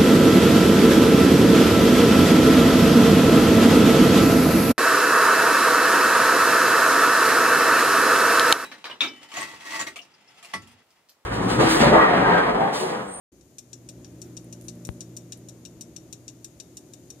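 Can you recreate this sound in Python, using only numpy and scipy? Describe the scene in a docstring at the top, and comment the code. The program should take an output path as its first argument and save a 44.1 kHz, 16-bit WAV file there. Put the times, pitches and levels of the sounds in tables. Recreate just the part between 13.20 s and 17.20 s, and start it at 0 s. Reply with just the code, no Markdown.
"""A workbench in a quiet room, where a brass watch movement ticks close by, about six times a second.
Each beat of the escapement is a short chatter of contacts that rings the plates; small steel parts
ring on, and a few faint rubs and gear-train scrapes fall among the beats. Behind the watch a motor hum
swells and fades over room rumble and microphone hiss. A voltage step pops the left channel once."""
import sys
import numpy as np
from scipy import signal
from scipy.fft import rfft, irfft
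from scipy.io import wavfile

SR = 44100
rng = np.random.default_rng(int(sys.argv[2]) if len(sys.argv) > 2 else 0)


def unload_audio(sound):
    """Save the sound as a 16-bit wav file, at the path given as the first command line argument."""
    columns = np.transpose(np.atleast_2d(sound))
    # keep every value between -1 and 1, then stretch to whole-number steps
    steps = np.round(np.clip(columns, -1, 1) * 32767)
    wavfile.write(sys.argv[1], SR, steps.astype(np.int16))


N = 176400
TIME = np.arange(N) / SR

# Beats of the escapement, dull and bright in turn. Each row: start in seconds, relative level in dB,
# chatter length in seconds, treble shelf in dB, body shelf in dB, left over right in dB.
BEATS = [(.2095,-53.5,.005,-5,-1,9), (.383,-32.5,0.0078,6,1.5,2.5), (0.5298,-32.5,0.0057,-13,-6.5,3.5),
         (0.6878,-33,0.0064,0.5,2,0), (0.8447,-36.5,0.0027,-21,14,1), (1.0161,-31.5,0.0044,9,-1,2.5),
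         (1.1671,-32,0.008,-21,-8,1.5), (1.3255,-33.5,0.0056,3,-4,2), (1.4823,-30,0.0065,-8,-12,3),
         (1.65,-30,0.0042,11,0,1.5), (1.8059,-30,0.0066,-4,-7,2.5), (1.9658,-29.5,0.0064,10,-1,0.5),
         (2.121,-29,0.0066,-7,-3,0.5), (2.2854,-37,0.0089,1,-10,1.5), (2.4506,-36,0.0092,-6,-5,4),
         (2.609,-30.5,0.0068,10.5,-1,1.5), (2.7623,-30,0.0044,-12,-4,3), (2.9259,-30.5,0.0057,6,3.5,3),
         (3.0792,-31.5,0.0062,-13,-5,3), (3.244,-29,0.0044,5,-1,0.5), (3.3993,-30,0.0039,-15,-3,3),
         (3.5692,-32,0.0079,1,-6,-3), (3.7347,-33.5,0.0025,2,-3,3.5), (3.902,-30.5,0.0042,7,4,-1)]
# Stereo image of the rumble and rubs: centred lows, wide highs.
# Each row: frequency in Hz, left-right likeness from 0 to 1.
STEREO_LIKENESS = [(50, 0.89), (350, 0.95), (700, 0.71), (1300, 0.28), (3000, 0.3)]


def from_db(db):
    """Decibels to gain."""
    return 10 ** (np.asarray(db) / 20)


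def unit_rms(x):
    """Scale to an rms of 1."""
    return x / np.sqrt(np.mean(x ** 2) + 1e-20)


def fader(points):
    """Gain over time through (seconds, dB) points."""
    return from_db(np.interp(TIME, *np.transpose(points)))


def pan(db):
    """Stereo gains that put the left this many dB above the right."""
    return from_db([[db / 2], [-db / 2]])


def shelf(x, db, hz, kind):
    """Boost or cut the "high" or "low" end."""
    return x + (from_db(db) - 1) * signal.sosfilt(signal.butter(1, hz, kind, fs=SR, output="sos"), x)


def per_bin(points):
    """Spread each column of a table over the spectrum, along a log frequency axis."""
    hz, *columns = np.transpose(points)
    bins = np.maximum(np.fft.rfftfreq(N, 1 / SR), 1)
    return np.array([np.interp(np.log(bins), np.log(hz), column) for column in columns])


def noise(colour, likeness=0):
    """Stereo noise of a given colour and left-right likeness, at an rms of 1."""
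    white = rfft(rng.standard_normal((3, N)))
    stereo = np.sqrt(likeness) * white[0] + np.sqrt(1 - likeness) * white[1:]
    return unit_rms(irfft(stereo * from_db(per_bin(colour)), N))


def drift(rate_hz):
    """Slow random motion, at an rms of 1."""
    rolloff = 1 + (np.fft.rfftfreq(N, 1 / SR) / rate_hz) ** 2
    return unit_rms(irfft(rfft(rng.standard_normal(N)) / rolloff, N))


def hum(partials, waver=.23, waver_hz=1.33):
    """Centred tones from (Hz, dB) pairs, each wavering in strength and phase."""
    out = np.zeros(N)
    for hz, db in partials:
        tone = np.exp(2j * np.pi * (hz * TIME + rng.random()))
        wobble = 1 + waver * (drift(waver_hz) + 1j * drift(waver_hz))
        out += from_db(db) * np.real(tone * wobble)
    return np.sqrt(2) * out


def shaft_hum(shaft_hz=58.97):
    """The motor hums at harmonics of its shaft rate, swelling and fading."""
    # Shaft harmonics. 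Each row: multiple of the shaft rate, level in dB before the swell.
    harmonics = [(3, -54.5), (4, -59.5), (8, -68), (9, -74), (10, -71)]
    # The swell. Each row: time in seconds, gain in dB.
    swell = [(.12, -24), (.55, -11.5), (.78, -0.5), (1.15, 0.5), (1.65, 7.5), (2.0, -2), (2.75, -0.5),
             (2.95, -10.5), (4, -22)]
    return fader(swell) * hum([(multiple * shaft_hz, db) for multiple, db in harmonics])


def mains_hum():
    """Mains hum rises with the motor and eases off more gently."""
    # Tones of the hum. Each row: frequency in Hz, level in dB before the swell.
    partials = [(120.2, -53.5), (240.4, -67.5), (318, -61.5)]
    # The swell. Each row: time in seconds, gain in dB.
    swell = [(.12, -22), (.5, -4.5), (.75, 2.5), (1.6, 4.5), (2.2, 4), (2.85, 0), (3.2, -1), (4, -5.5)]
    return fader(swell) * hum(partials)


def room_rumble():
    """Low room noise lifts with the hum, a touch left of centre."""
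    # Colour of the rumble. Each row: frequency in Hz, relative density in dB.
    colour = [(25, -34), (42, -19), (58, -2), (100, -3), (150, 0), (200, -4), (290, 0.87), (365, 1.5),
              (430, -9), (620, -10), (830, -21), (1300, -25), (2500, -28), (6000, -38), (15000, -50)]
    # Its rise and fall. Each row: time in seconds, level in dB.
    ride = [(.12, -55.5), (.5, -54.5), (.8, -48.5), (1.15, -49.5), (1.7, -48.5), (2.05, -50), (2.9, -50.5),
            (3.2, -52), (4, -51)]
    return pan(.7) * fader(ride) * noise(colour, per_bin(STEREO_LIKENESS))


def microphone_hiss():
    """Each microphone adds a bright hiss of its own."""
    # Colour of the hiss. Each row: frequency in Hz, relative density in dB on the left, then the right.
    colour = [(507, -8.5, -9), (2700, -2.5, -6), (5200, 3.5, 0), (5650, 7, -10), (6850, 13.5, -1),
              (8300, -0.5, -11.5), (8200, 5, 1), (11600, -0.5, -2.5), (14100, 2, -0.5),
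              (15900, -45.5, -42.5)]
    # Its gentle rise and fall. Each row: time in seconds, level in dB.
    ride = [(.12, -65), (.5, -63), (.9, -61.5), (1.6, -60.5), (2.3, -62), (3.2, -62), (4, -61)]
    return fader(ride) * noise(colour)


def chatter(length_s, attack_s, release_s=.0076, contacts_per_s=8000, size=4096):
    """The escapement lands in a dense run of small contacts that holds, then dies away."""
    t = np.arange(size) / SR
    hits = (rng.random(size) < contacts_per_s / SR) * rng.choice([-1, 1], size)
    strength = from_db(4 * rng.standard_normal(size))
    hold_s = .83 * length_s
    envelope = np.minimum(t / attack_s, 1) * np.exp(-np.maximum(t - hold_s, 0) / release_s)
    return hits * strength * envelope


def force_on_mode(contacts, attack_s, wander_share=.35, first_blow=5.6):
    """A steady first blow, then contacts whose place wanders, so each mode feels them differently."""
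    coupling = np.sqrt(1 - wander_share) + np.sqrt(wander_share) * rng.standard_normal(len(contacts))
    force = contacts * coupling
    force[int(attack_s * SR)] += first_blow
    return force


def resonate(x, hz, width_hz):
    """One resonance, with unity gain at its peak."""
    radius = np.exp(-np.pi * width_hz / SR)
    poles = [1, -2 * radius * np.cos(2 * np.pi * hz / SR), radius ** 2]
    return signal.lfilter(np.array([1, 0, -1]) * (1 - radius ** 2) / 2, poles, x + 1e-18)


def plate_ticks(attack_s=.0007, trim_db=-4.5, treble_hz=7400, body_hz=3000):
    """Every beat rings the plates; each microphone hears the modes in its own balance and polarity."""
    # Modes of the plates and case. Each row: frequency in Hz, bandwidth in Hz, left gain in dB,
    # right gain in dB, polarity on the right.
    modes = [(1650, 122, -27, -21, 1), (2505, 112, -14, -17, 1), (2820, 82, -9, -16, 1),
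             (3160, 500, -21, -23, 1), (3740, 300, -7, -18, 1), (4080, 450, -11, -21, 1),
             (4680, 306, -9, -22, 1), (5277, 278, -10, -14, 1), (5630, 106, 5, -6, 1),
             (6165, 220, 1, -8, -1), (6655, 80, 1, -20, -1), (7010, 180, 0, -24, 1), (7690, 234, 0, -4, -1),
             (8190, 119, -30, -5, 1), (8880, 216, -13, -7, 1), (9680, 332, -26, -9, 1),
             (10480, 290, -23, -27, -1), (11390, 665, -22, -22, 1), (12390, 504, -26, -23, -1),
             (14340, 208, -18, -18, 1)]
    out = np.zeros((2, N + SR))
    for start_s, db, length_s, treble_db, body_db, pan_db in BEATS:
        contacts = chatter(length_s, attack_s)
        tick = np.zeros((2, len(contacts)))
        for k, (hz, width_hz, left_db, right_db, polarity) in enumerate(modes):
            pickup = np.array([[from_db(left_db)], [polarity * from_db(right_db)]])
            ring = resonate(force_on_mode(contacts, attack_s), hz, width_hz)
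            tick += (-1) ** k * pickup * ring  # neighbouring modes alternate in sign
        tick = shelf(tick, treble_db, treble_hz, "high")
        tick = shelf(tick, body_db, body_hz, "low")
        tick *= np.sqrt(2 * length_s * SR / np.sum(tick ** 2))  # longer chatter carries more energy
        start = int(start_s * SR)
        out[:, start:start + len(contacts)] += from_db(db + trim_db) * pan(pan_db) * tick
    return out[:, :N]


def steel_ring(trim_db=-.5, spread_db=2):
    """Small steel parts ring on after each beat, with a new strength every time."""
    # Long rings of the steel. Each row: frequency in Hz, seconds to fall by 60 dB,
    # left gain in dB, right gain in dB.
    modes = [(3690, .3, -65, -77), (5690, .16, -58, -70), (6670, .2, -58, -74), (7090, .2, -61, -72),
             (10890, .2, -74, -74), (11310, .18, -71, -69)]
    start_s, beat_db = np.transpose(BEATS)[:2]
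    strike_db = trim_db + beat_db - np.median(beat_db)
    out = np.zeros((2, N))
    for hz, t60_s, left_db, right_db in modes:
        scatter_db = spread_db * rng.standard_normal(len(BEATS))
        strikes = np.zeros(N)
        strikes[(start_s * SR).astype(int)] = from_db(strike_db + scatter_db)
        radius, angle = from_db(-60 / (t60_s * SR)), 2 * np.pi * hz / SR
        poles = [1, -2 * radius * np.cos(angle), radius ** 2]
        ring = signal.lfilter([0, np.sin(angle)], poles, strikes + 1e-18)
        out += from_db([[left_db], [right_db]]) * ring
    return out


def room_reverb(x, t60_s=.16, build_s=.008, wet_db=-14.5):
    """The room answers with a short diffuse tail, different on each side."""
    t = TIME[:SR // 2]
    envelope = np.minimum(t / build_s, 1) * from_db(-60 * t / t60_s)
    tail = unit_rms(rng.standard_normal((2, len(t))) * envelope) / np.sqrt(len(t))
    return from_db(wet_db) * signal.fftconvolve(x, tail, axes=1)[:, :N]


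def soft_rubs():
    """Two dull rubs ease in and out, one running into the other."""
    # Bell-shaped swells. Each row: centre in seconds, width in seconds, peak level in dB.
    rubs = [(1.057, 0.019, -47), (1.13, 0.063, -51)]
    # Their low, hollow colour. Each row: frequency in Hz, relative density in dB.
    colour = [(200, -5), (320, 29.5), (450, 2.5), (1100, -4.5), (1900, -9), (3000, -13.5), (8000, -14)]
    envelope = sum(from_db(db) * np.exp(-.5 * ((TIME - centre_s) / width_s) ** 2)
                   for centre_s, width_s, db in rubs)
    return envelope * noise(colour, per_bin(STEREO_LIKENESS))


def gear_scrapes():
    """Brief, thin scrapes in the gear train start sharply and die away."""
    # The scrapes. Each row: start in seconds, level in dB, decay time in seconds.
    scrapes = [(1.243, -52, 0.0064), (1.412, -41, 0.0015), (1.420, -49, 0.0059), (1.440, -54.5, 0.045),
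               (1.553, -54, 0.003), (1.6716, -31, 0.00061), (1.680, -58, 0.061), (2.173, -51.5, 0.01)]
    # Their bright colour. Each row: frequency in Hz, relative density in dB.
    colour = [(2000, -12), (5000, -6), (7500, 0), (9800, 6.5), (12000, 2.5), (15000, -18)]
    envelope = sum(from_db(db) * (TIME >= start_s) * np.exp(-np.abs(TIME - start_s) / decay_s)
                   for start_s, db, decay_s in scrapes)
    return envelope * noise(colour)


def voltage_pop(start_s=1.6903, step_db=-13, low_cut_hz=64, high_cut_hz=4270):
    """A voltage step in the left channel swings through the steep low cut of the input."""
    step = from_db(step_db) * (TIME >= start_s)
    swing = signal.sosfilt(signal.butter(6, low_cut_hz, "high", fs=SR, output="sos"), step)
    pop = signal.sosfilt(signal.butter(2, high_cut_hz, fs=SR, output="sos"), swing + 1e-18)
    return pop * np.array([[1], [0]])


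def scene():
    """The watch in its room, over a bed of hum, rumble and hiss, with one pop."""
    watch = plate_ticks() + steel_ring() + gear_scrapes() + soft_rubs()
    bed = shaft_hum() + room_rumble() + mains_hum() + microphone_hiss()
    return watch + room_reverb(watch) + bed + voltage_pop()


def record(dry):
    """The sound opens after a moment of silence; the very top is cut steeply."""
    silence_s, fade_s, high_cut_hz = .118, .005, 14750
    opened = dry * np.clip((TIME - silence_s) / fade_s, 0, 1)
    return signal.sosfilt(signal.ellip(10, .2, 70, high_cut_hz, fs=SR, output="sos"), opened)


dry = scene()
out = record(dry)
unload_audio(out)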